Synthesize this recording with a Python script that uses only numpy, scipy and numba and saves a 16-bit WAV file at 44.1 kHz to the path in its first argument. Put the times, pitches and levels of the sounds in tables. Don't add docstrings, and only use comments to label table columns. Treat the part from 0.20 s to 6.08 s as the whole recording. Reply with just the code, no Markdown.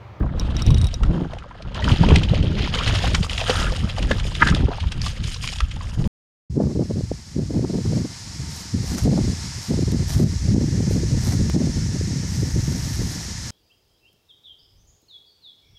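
import sys
import numpy as np
from scipy import signal
from scipy.fft import rfft, irfft, next_fast_len
from scipy.io import wavfile
from scipy.ndimage import uniform_filter1d, minimum_filter1d
from numba import njit

SR = 44100
rng = np.random.default_rng(int(sys.argv[2]) if len(sys.argv) > 2 else 0)


def dump_mix(stems):
    frames = np.atleast_2d(stems).T
    limited = np.clip(frames, -1, 1)
    pcm = np.round(limited * 32767).astype(np.int16)
    wavfile.write(sys.argv[1], SR, pcm)


N = 259115
TIME = np.arange(N) / SR

# pitch_hz, level_db, t60_s
HOLLOW_MODES = [(935, -11.5, 0.11), (1255, 0, 0.049), (1374, -1.5, 0.05), (1579, -1, .12),
                (1701, 1.5, 0.034), (1897, -8.5, .1), (2005, -6, 0.14), (2090, -10.5, .1), (3030, -29, .1)]


def undb(db):
    return 10 ** (np.asarray(db) / 20)


def unit(x):
    return x / np.sqrt(np.mean(x ** 2))


def curves(table):
    times_s, *columns = np.transpose(table)
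    return [np.interp(TIME, times_s, column) for column in columns]


def colour(x, points):
    size = 2 * next_fast_len(len(x) // 2 + 2048)
    hz, db = np.transpose(points)
    octave = np.log2(np.maximum(np.arange(size // 2 + 1) * SR / size, 1))
    outside = np.abs(octave - np.clip(octave, np.log2(hz[0]), np.log2(hz[-1])))
    gain = undb(np.interp(octave, np.log2(hz), db) - 20 * outside)
    cepstrum = irfft(np.log(gain))
    cepstrum[1:size // 2] *= 2
    cepstrum[size // 2 + 1:] = 0
    return irfft(rfft(x, size) * np.exp(rfft(cepstrum)))[:len(x)]


def add(out, start_s, sound, peak_db):
    i = int(start_s * SR)
    out[i:i + len(sound)] += (undb(peak_db) * sound / np.abs(sound).max())[:N - i]


def flutter(rate_hz):
    hold = max(int(SR / rate_hz), 2)
    steps = np.repeat(rng.standard_normal(N // hold + 1), hold)
    return unit(uniform_filter1d(uniform_filter1d(steps, hold), hold)[:N])


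def steady(x, span_s):
    span = int(span_s * SR)
    return x / np.sqrt(uniform_filter1d(uniform_filter1d(x ** 2, span), span) + 1e-12)


def swell(start_s, hold_s, attack_s, release_s):
    rise = np.clip(1 + (TIME - start_s) / attack_s, 0, 1)
    return rise * np.exp(-np.clip((TIME - start_s - hold_s) / release_s, 0, 20))


def strengths(background, events, attack_s, release_s):
    power = undb(curves(background)) ** 2
    for start_s, hold_s, *layers_db in events:
        envelope = swell(start_s, hold_s, attack_s, release_s)
        power = power + np.outer(undb(layers_db) ** 2, envelope ** 2)
    return np.sqrt(power)


def wind_and_rub():
    # frequency_hz, density_db
    buffet_spectrum = [(11, -31.5), (18, -0.5), (49, 6), (103, 0.5), (166, -7.5), (260, -21), (340, -36),
                       (570, -120)]
    eddy_spectrum = [(90, -15), (160, 2), (230, -5), (330, -9), (500, -18.5), (900, -31), (2000, -68.5)]
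    # time_s, buffet_db, eddy_db
    breeze = [(0, -25.5, -32.5), (0.75, -24.5, -44.5), (1.15, -32.5, -44.5), (1.33, -44, -49.5),
              (1.6, -33, -46), (2.0, -19.5, -28), (2.6, -25, -33.5), (3.2, -27, -43.5), (4.1, -26.5, -40),
              (4.6, -30, -50), (5.3, -31, -57), (5.88, -26, -48)]
    # start_s, hold_s, buffet_db, eddy_db
    gusts_and_rub = [(0.0, 0.045, -17.5, -26), (0.158, 0.27, -23, -32.5), (0.479, 0.069, -10, -22.5),
                     (0.59, 0.055, -13.5, -31.5), (0.83, 0.067, -14, -28), (0.902, 0.14, -44, -22),
                     (1.457, 0.029, -27, -36), (1.558, 0.068, -26.5, -34.5), (1.649, 0.028, -17, -24.5),
                     (1.709, 0.022, -14.5, -19.5), (1.809, 0.056, -17, -18), (1.898, 0.083, -11.5, -18.5),
                     (2.119, 0.16, -22, -25), (2.3, 0.13, -25.5, -28), (2.672, 0.11, -19.5, -30.5),
                     (2.847, 0.16, -20.5, -29.5), (3.365, 0.15, -21.5, -32.5), (3.602, 0.052, -23, -32.5),
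                     (3.809, 0.054, -19.5, -28), (3.908, 0.016, -21.5, -20), (3.968, .1, -22.5, -42),
                     (4.22, 0.094, -21, -26), (4.316, 0.16, -19, -23.5), (4.634, 0.038, -19, -45),
                     (4.748, 0.014, -28, -29.5), (4.783, 0.11, -24.5, -42), (5.004, 0.072, -23.5, -40),
                     (5.235, 0.034, -30, -39), (5.559, 0.0091, -29.5, -39.5), (5.784, 0.12, -21.5, -25)]
    buffet_gain, eddy_gain = strengths(breeze, gusts_and_rub, attack_s=0.027, release_s=0.02)
    buffet = steady(colour(rng.standard_normal(N), buffet_spectrum), span_s=0.097)
    turbulence = rng.standard_normal(N) * undb(4.8 * flutter(rate_hz=60))
    eddies = steady(colour(turbulence, eddy_spectrum), span_s=0.046)
    return buffet * buffet_gain + eddies * eddy_gain


def puffs():
    # centre_s, peak_db, pitch_hz
    impacts = [(0.496, -11, 76.6), (0.516, -11, 81), (0.615, -14, 100), (0.636, -7.5, 80.4),
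               (0.861, -10, 126), (0.888, -4.5, 60), (1.725, -5.5, 112), (1.814, -1.5, 149),
               (1.93, -6, 154), (1.955, -1.5, 71), (2.117, -5, 119), (2.211, -8.5, 122),
               (3.011, -11.5, 132), (3.646, -10, 166), (4.314, -7, 156), (4.457, -9.5, 91),
               (5.436, -9.5, 54), (5.796, -13, 133)]
    out, t = np.zeros(N), TIME[:SR // 10] - .05
    for centre_s, peak_db, hz in impacts:
        swing = np.sin(2 * np.pi * (hz * t + rng.random())) * np.exp(-(t * hz / 0.66) ** 2)
        add(out, centre_s + t[0], swing, peak_db)
    return out


@njit
def ring_bubbles(starts, hz, cycles, sizes, rise):
    out = np.zeros(N)
    for k in range(len(starts)):
        length, phase = int(cycles[k] * SR / hz[k]) + 2, 0.
        size, fall = sizes[k], np.exp(-5 / length)
        for i in range(min(length, N - starts[k])):
            phase += 2 * np.pi * hz[k] * (1 + rise * i / length) / SR
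            out[starts[k] + i] += size * np.sin(phase)
            size *= fall
    return out


def froth(low_hz, high_hz, cycles, spread_db, rise, count):
    when, pitch, life, size = rng.random((count, 4)).T
    starts = (when * N).astype(np.int64)
    hz = low_hz + (high_hz - low_hz) * pitch
    sizes = undb(spread_db * np.minimum(-np.log(1 - size), 5)) * np.sqrt(hz)
    return unit(ring_bubbles(starts, hz, cycles * 2 ** (2 * life - 1), sizes, float(rise)))


def churn():
    # frequency_hz, density_db
    gurgle_spectrum = [(250, -20.5), (450, 3.5), (650, 3), (950, 1.5), (1350, 0), (1800, -8.5), (2500, -19),
                       (4000, -37)]
    spray_spectrum = [(1000, -22.5), (1800, -1.5), (2300, -1.5), (3100, 4.5), (3700, -1), (4400, -5),
                      (5300, -14.5), (6500, -17.5), (8500, -41.5)]
    fizz_spectrum = [(3800, -25.5), (4800, 6.5), (5500, 3.5), (6100, 0), (6900, 4), (7700, -4.5),
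                     (9000, -2), (10200, -12), (11200, -11), (13000, -21.5), (15500, -33)]
    # time_s, gurgle_db, spray_db, fizz_db
    lapping = [(0, -40, -62, -73), (0.4, -40.5, -48.5, -73), (0.72, -45, -57, -62), (0.95, -39.5, -48, -61),
               (1.3, -47, -58.5, -71), (1.5, -45, -51.5, -70), (1.75, -36.5, -33, -47.5),
               (2.3, -44, -39.5, -58), (2.8, -47, -46, -43.5), (3.65, -41, -41.5, -49.5),
               (4.45, -48, -44.5, -57), (5.0, -48.5, -44.5, -53.5), (5.5, -56.5, -48, -55),
               (5.88, -43, -50, -49.5)]
    # start_s, hold_s, gurgle_db, spray_db, fizz_db
    splashes = [(1.555, 0.036, -36, -40, -60), (1.625, .025, -37, -38, -52),
                (1.678, 0.043, -29, -33.5, -42.5), (1.823, 0.033, -36, -41, -58),
                (1.906, 0.046, -26, -32.5, -50), (2.13, 0.044, -39.5, -37, -59),
                (2.386, 0.097, -38, -31.5, -51.5), (2.544, 0.14, -31.5, -29, -45.5),
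                (2.656, .28, -34, -30.5, -43.5), (3.032, .02, -38, -41, -42),
                (3.105, 0.094, -40.5, -35, -44), (3.218, 0.079, -36, -31, -43),
                (3.293, .14, -32, -30.5, -36.5), (3.467, 0.14, -44, -38, -45.5),
                (3.766, 0.043, -37.5, -38, -45), (3.9, .09, -42, -40, -47.5), (4.064, 0.021, -59, -41, -41),
                (4.15, 0.095, -44, -35.5, -45), (4.266, 0.022, -36, -33, -37.5),
                (4.35, 0.054, -40, -37.5, -51), (4.479, 0.06, -35.5, -46, -59),
                (4.836, 0.07, -49, -37, -40), (5.05, 0.097, -57, -39.5, -41.5),
                (5.226, 0.098, -46, -35.5, -38.5), (5.36, 0.035, -47, -42, -44),
                (5.626, 0.07, -51, -51, -55)]
    gurgle_gain, spray_gain, fizz_gain = strengths(lapping, splashes, attack_s=0.03, release_s=0.023)
    spurts = undb(2.42 * flutter(rate_hz=70))
    bubbles = froth(350, 2400, cycles=12, spread_db=3.8, rise=.25, count=3400)
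    bubbles += .5 * rng.standard_normal(N)
    drops = froth(1200, 12000, cycles=12, spread_db=3.8, rise=.1, count=20000)
    crackle = unit(rng.standard_normal(N) * undb(0.95 * flutter(rate_hz=900)))
    patter = drops + .8 * crackle
    layers = [(bubbles, gurgle_spectrum, gurgle_gain),
              (patter, spray_spectrum, spray_gain),
              (patter, fizz_spectrum, fizz_gain)]
    return sum(steady(colour(x * spurts, shape), span_s=0.092) * gain for x, shape, gain in layers)


def hollow():
    # start_s, hold_s, level_db, pitch_hz
    surges = [(1.65, 0.27, -42.5, 1210), (2.526, 0.23, -41.5, 1700), (3.272, 0.21, -31.5, 1240),
              (3.894, 0.018, -37.5, 1750), (4.216, 0.019, -22, 1400), (4.267, 0.02, -22, 1690)]
    rest_db, rest_hz = -54.5, 1300
    power = undb(rest_db) ** 2
    weighted_hz = power * rest_hz
    for start_s, hold_s, db, hz in surges:
        surge_power = (undb(db) * swell(start_s, hold_s, attack_s=0.017, release_s=0.017)) ** 2
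        power = power + surge_power
        weighted_hz = weighted_hz + surge_power * hz
    focus_hz = weighted_hz / power
    out = np.zeros(N)
    for hz, db, t60_s in HOLLOW_MODES:
        radius = undb(-60 / (t60_s * SR))
        resonator = [1, -2 * radius * np.cos(2 * np.pi * hz / SR), radius ** 2]
        ring = signal.lfilter([1, 0, -1], resonator, rng.standard_normal(N))
        out += unit(ring) * undb(db) / (1 + (np.log2(hz / focus_hz) / 0.46) ** 2)
    murmur = colour(out, [(600, -20), (900, -1.5), (2200, 2.0), (5000, -23)])
    return steady(murmur, span_s=0.035) * np.sqrt(power)


def gulp():
    start_s, length_s = 4.2205, 0.012
    out, t = np.zeros(N), TIME[:SR // 10] - .04
    hz, db, _ = np.transpose(HOLLOW_MODES)[:, :, None]
    modes = np.sum(undb(db) * np.exp(2j * np.pi * (hz * t + rng.random(hz.shape))), axis=0)
    even = modes.real / np.sqrt(np.abs(modes) ** 2 + 0.65)
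    from_centre = np.abs(2 * t / length_s - 1)
    envelope = np.exp(-from_centre ** 4) + 0.17 * np.exp(-from_centre / 2.4)
    add(out, start_s + t[0], envelope * even, peak_db=-1.5)
    return out


def stone_echoes(x):
    t60_s, t = 0.14, TIME[:SR // 5]
    echoes = rng.standard_normal(len(t)) * undb(-60 * t / t60_s) * (t > .005)
    return x + undb(-14.5) * signal.fftconvolve(x, echoes / np.linalg.norm(echoes))[:N]


def whirr():
    # frequency_hz, density_db
    spectrum = [(900, -6), (1300, -16), (1700, -12), (2520, -4), (3200, -3), (3800, -5), (4400, -11),
                (5600, -18.5), (7200, -23.5), (9200, -26), (12000, -44)]
    # time_s, level_db
    winding = [(0, -60), (0.1, -64), (0.21, -46), (0.3, -44.5), (0.5, -42), (0.64, -39.5), (0.71, -47.5),
               (0.85, -63), (1.0, -95)]
    rub = rng.standard_normal(N) * undb(4.1 * flutter(rate_hz=150.4))
    return unit(colour(rub, spectrum)) * undb(curves(winding)[0])


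def ratchet():
    # start_s, peak_db, treble_db (relative; sets the tick and the modes above 8 kHz)
    snaps = [(0.197, -16.5, -34), (0.367, -19, -34), (0.4214, -15.5, -28), (0.465, -19.5, -23),
             (0.506, -23.5, -19), (0.545, -22, -24), (0.5826, -26, -11), (0.615, -23, -13),
             (0.6436, -24, -11), (0.6696, -23, -20), (0.7415, -17, -33)]
    # pitch_hz, level_db, t60_s
    modes = [(5390, 1.5, 0.017), (5660, 3.5, 0.018), (6160, -19, .008), (8340, -24, 0.11),
             (9000, -12.5, 0.032), (9700, -12, 0.023), (10100, -27, .006)]
    # frequency_hz, density_db
    tick_spectrum = [(3500, -21), (4800, -9), (6000, 1), (7800, 0), (10400, 0), (11600, -20), (15000, -37)]
    spool_hz, spool_db, spool_t60_s = 3800, -29, 0.055
    out, t = np.zeros(N), TIME[:SR // 5]
    hz, db, t60_s = np.transpose(modes)[:, :, None]
    for start_s, peak_db, treble_db in snaps:
        detune = 1 + 0.00025 / t60_s * rng.standard_normal(hz.shape)
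        gains = undb(db + (hz > 8000) * (treble_db + 22.5))
        pings = np.sum(gains * undb(-60 * t / t60_s) * np.sin(2 * np.pi * hz * detune * t), axis=0)
        tick = colour(rng.standard_normal(len(t)) * np.exp(-t / 0.00057), tick_spectrum)
        add(out, start_s, pings + undb(treble_db + 25) * tick, peak_db)
        spool = undb(-60 * t / spool_t60_s) * np.sin(2 * np.pi * (spool_hz * t + rng.random()))
        add(out, start_s, spool, spool_db)
    return out


def plops():
    # start_s, peak_db, nominal_pitch_hz, decay_ms
    bubbles = [(0.834, -20, 1330, 3.9), (1.133, -24, 650, 5.3), (1.223, -29.5, 1380, 2.9),
               (1.309, -29, 975, 7.1), (1.552, -26.5, 1030, 10), (1.595, -21, 890, 3.9),
               (1.623, -18.5, 1910, 4.9), (1.679, -18, 940, 5.6), (1.836, -12, 960, 4),
               (1.886, -12.5, 450, 2.8), (1.918, -8, 440, 3.4), (2.135, -12.5, 560, 2.4),
               (2.542, -21.5, 1290, 5.4), (2.839, -17, 761, 7.9), (2.944, -18, 1580, 5.6),
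               (3.045, -21, 1180, 2.6), (3.215, -19.5, 637, 7.8), (3.295, -7.5, 478, 8.4),
               (3.418, -22, 1330, 9.2), (3.466, -18.5, 1450, 3.7), (3.521, -21.5, 495, 13),
               (3.782, -18, 755, 2.9), (3.91, -9, 555, 2.1), (3.914, -9, 1730, 2.8), (4.052, -24, 498, 2.1),
               (4.271, -8.5, 1570, 4.7), (4.322, -18.5, 1263, 5.9), (4.367, -21, 583, 3.8),
               (4.484, -15.5, 420, 4), (4.515, -20, 693, 6), (4.583, -23.5, 870, 3.2),
               (4.639, -25.5, 960, 4.3), (4.863, -20.5, 1145, 4.9), (5.24, -24, 1080, 3.5),
               (5.404, -16.5, 1310, 3.6), (5.565, -30.5, 855, 4.6), (5.608, -27, 1096, 4.5)]
    out, t = np.zeros(N), TIME[:SR // 10]
    glide = 0.954 + 0.26 * (1 - np.exp(-t / 0.026))
    for start_s, peak_db, hz, decay_ms in bubbles:
        envelope = (1 - np.exp(-t / 0.0011)) * np.exp(-t * 1000 / decay_ms)
        tone = np.sin(2 * np.pi * hz * np.cumsum(glide) / SR)
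        wet = unit(colour(rng.standard_normal(len(t)), [(hz / 2, -6), (hz, 0), (2 * hz, -8)]))
        add(out, start_s, envelope * (tone + undb(-7.5) * wet), peak_db)
    return out


def slaps():
    # time_s, peak_db, pitch_hz, width_ms
    impacts = [(0.833, -22.5, 2360, 3.1), (1.134, -26.5, 1320, 3.8), (1.185, -27, 2670, 4.3),
               (1.422, -30, 4200, 4), (1.545, -24, 3370, 3.4), (1.641, -14.5, 3490, 4.5),
               (1.714, -16, 3420, 9), (1.887, -14.5, 2980, 5.1), (1.958, -6.5, 2840, 4.7),
               (2.032, -14, 3300, 7), (2.141, -22, 2880, 9.2), (2.226, -22.5, 2820, 5.5),
               (2.545, -15, 3200, 10), (2.676, -11.5, 3200, 5), (2.749, -15.5, 2600, 10),
               (2.947, -9, 1620, 5.7), (3.027, -17.5, 3600, 7.7), (3.095, -13.5, 3130, 4.6),
               (3.131, -14.5, 3230, 3.9), (3.178, -13, 3050, 3.3), (3.211, -13, 3240, 3.5),
               (3.298, -10.5, 2920, 7.3), (3.694, -19.5, 2880, 8.4), (3.826, -18, 2860, 4),
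               (3.911, -15.5, 2420, 3.8), (3.995, -20, 2340, 8.4), (4.067, -21.5, 3000, 6.2),
               (4.15, -16.5, 2800, 5.2), (4.272, -12, 1900, 4), (4.285, -15, 3520, 6.4),
               (4.300, -14.5, 6050, 1.7), (4.348, -13, 3030, 1.7), (4.598, -23.5, 3550, 14.5),
               (4.719, -19, 2500, 5), (4.816, -15.5, 5370, 2.8), (4.865, -20, 4140, 3.7),
               (5.037, -22, 2760, 8.6), (5.143, -19, 5000, 4.7), (5.275, -12.5, 3570, 1.9),
               (5.288, -17, 2990, 2.3), (5.384, -19, 4070, 4.8), (5.4047, -11.5, 1980, 2.04),
               (5.510, -25.5, 2620, 9.8), (5.842, -24.5, 3030, 1.4)]
    # frequency_hz, density_db
    spectrum = [(300, -0.5), (700, -5.5), (1400, 4.5), (3100, 7.5), (4400, 4.5), (5500, 2), (7000, -4),
                (9000, -7.5), (11500, -27.5), (15500, -37)]
    out, t = np.zeros(N), TIME[:SR // 10] - .03
    hz, db = np.transpose(spectrum)
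    stray_drops = undb(-25) * np.exp(-np.abs(t) / 0.0042)
    for time_s, peak_db, pitch_hz, width_ms in impacts:
        resonance_db = 11 * np.exp(-(np.log2(hz / pitch_hz) / 0.48) ** 2)
        age = t * 1000 / width_ms - .45
        crest = np.exp(-np.abs(age) * np.where(age < 0, 3.2, 1.3))
        burst = rng.standard_normal(len(t)) * (crest + stray_drops)
        spatter = colour(burst, np.column_stack([hz, db + resonance_db]))
        add(out, time_s + t[0], spatter, peak_db)
    return out


def scene():
    reel = ratchet() + whirr()
    water = churn() + hollow() + gulp() + stone_echoes(slaps() + plops())
    return (wind_and_rub() + puffs() + reel + water)[None]


def record(dry):
    window, top_hz = SR // 150, 15700
    needed_gain = 1 / np.maximum(np.abs(dry), 1)
    gain = uniform_filter1d(minimum_filter1d(needed_gain, window), window)
    return signal.sosfilt(signal.ellip(8, .2, 70, top_hz, fs=SR, output="sos"), dry * gain)


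dry = scene()
out = record(dry)
dump_mix(out)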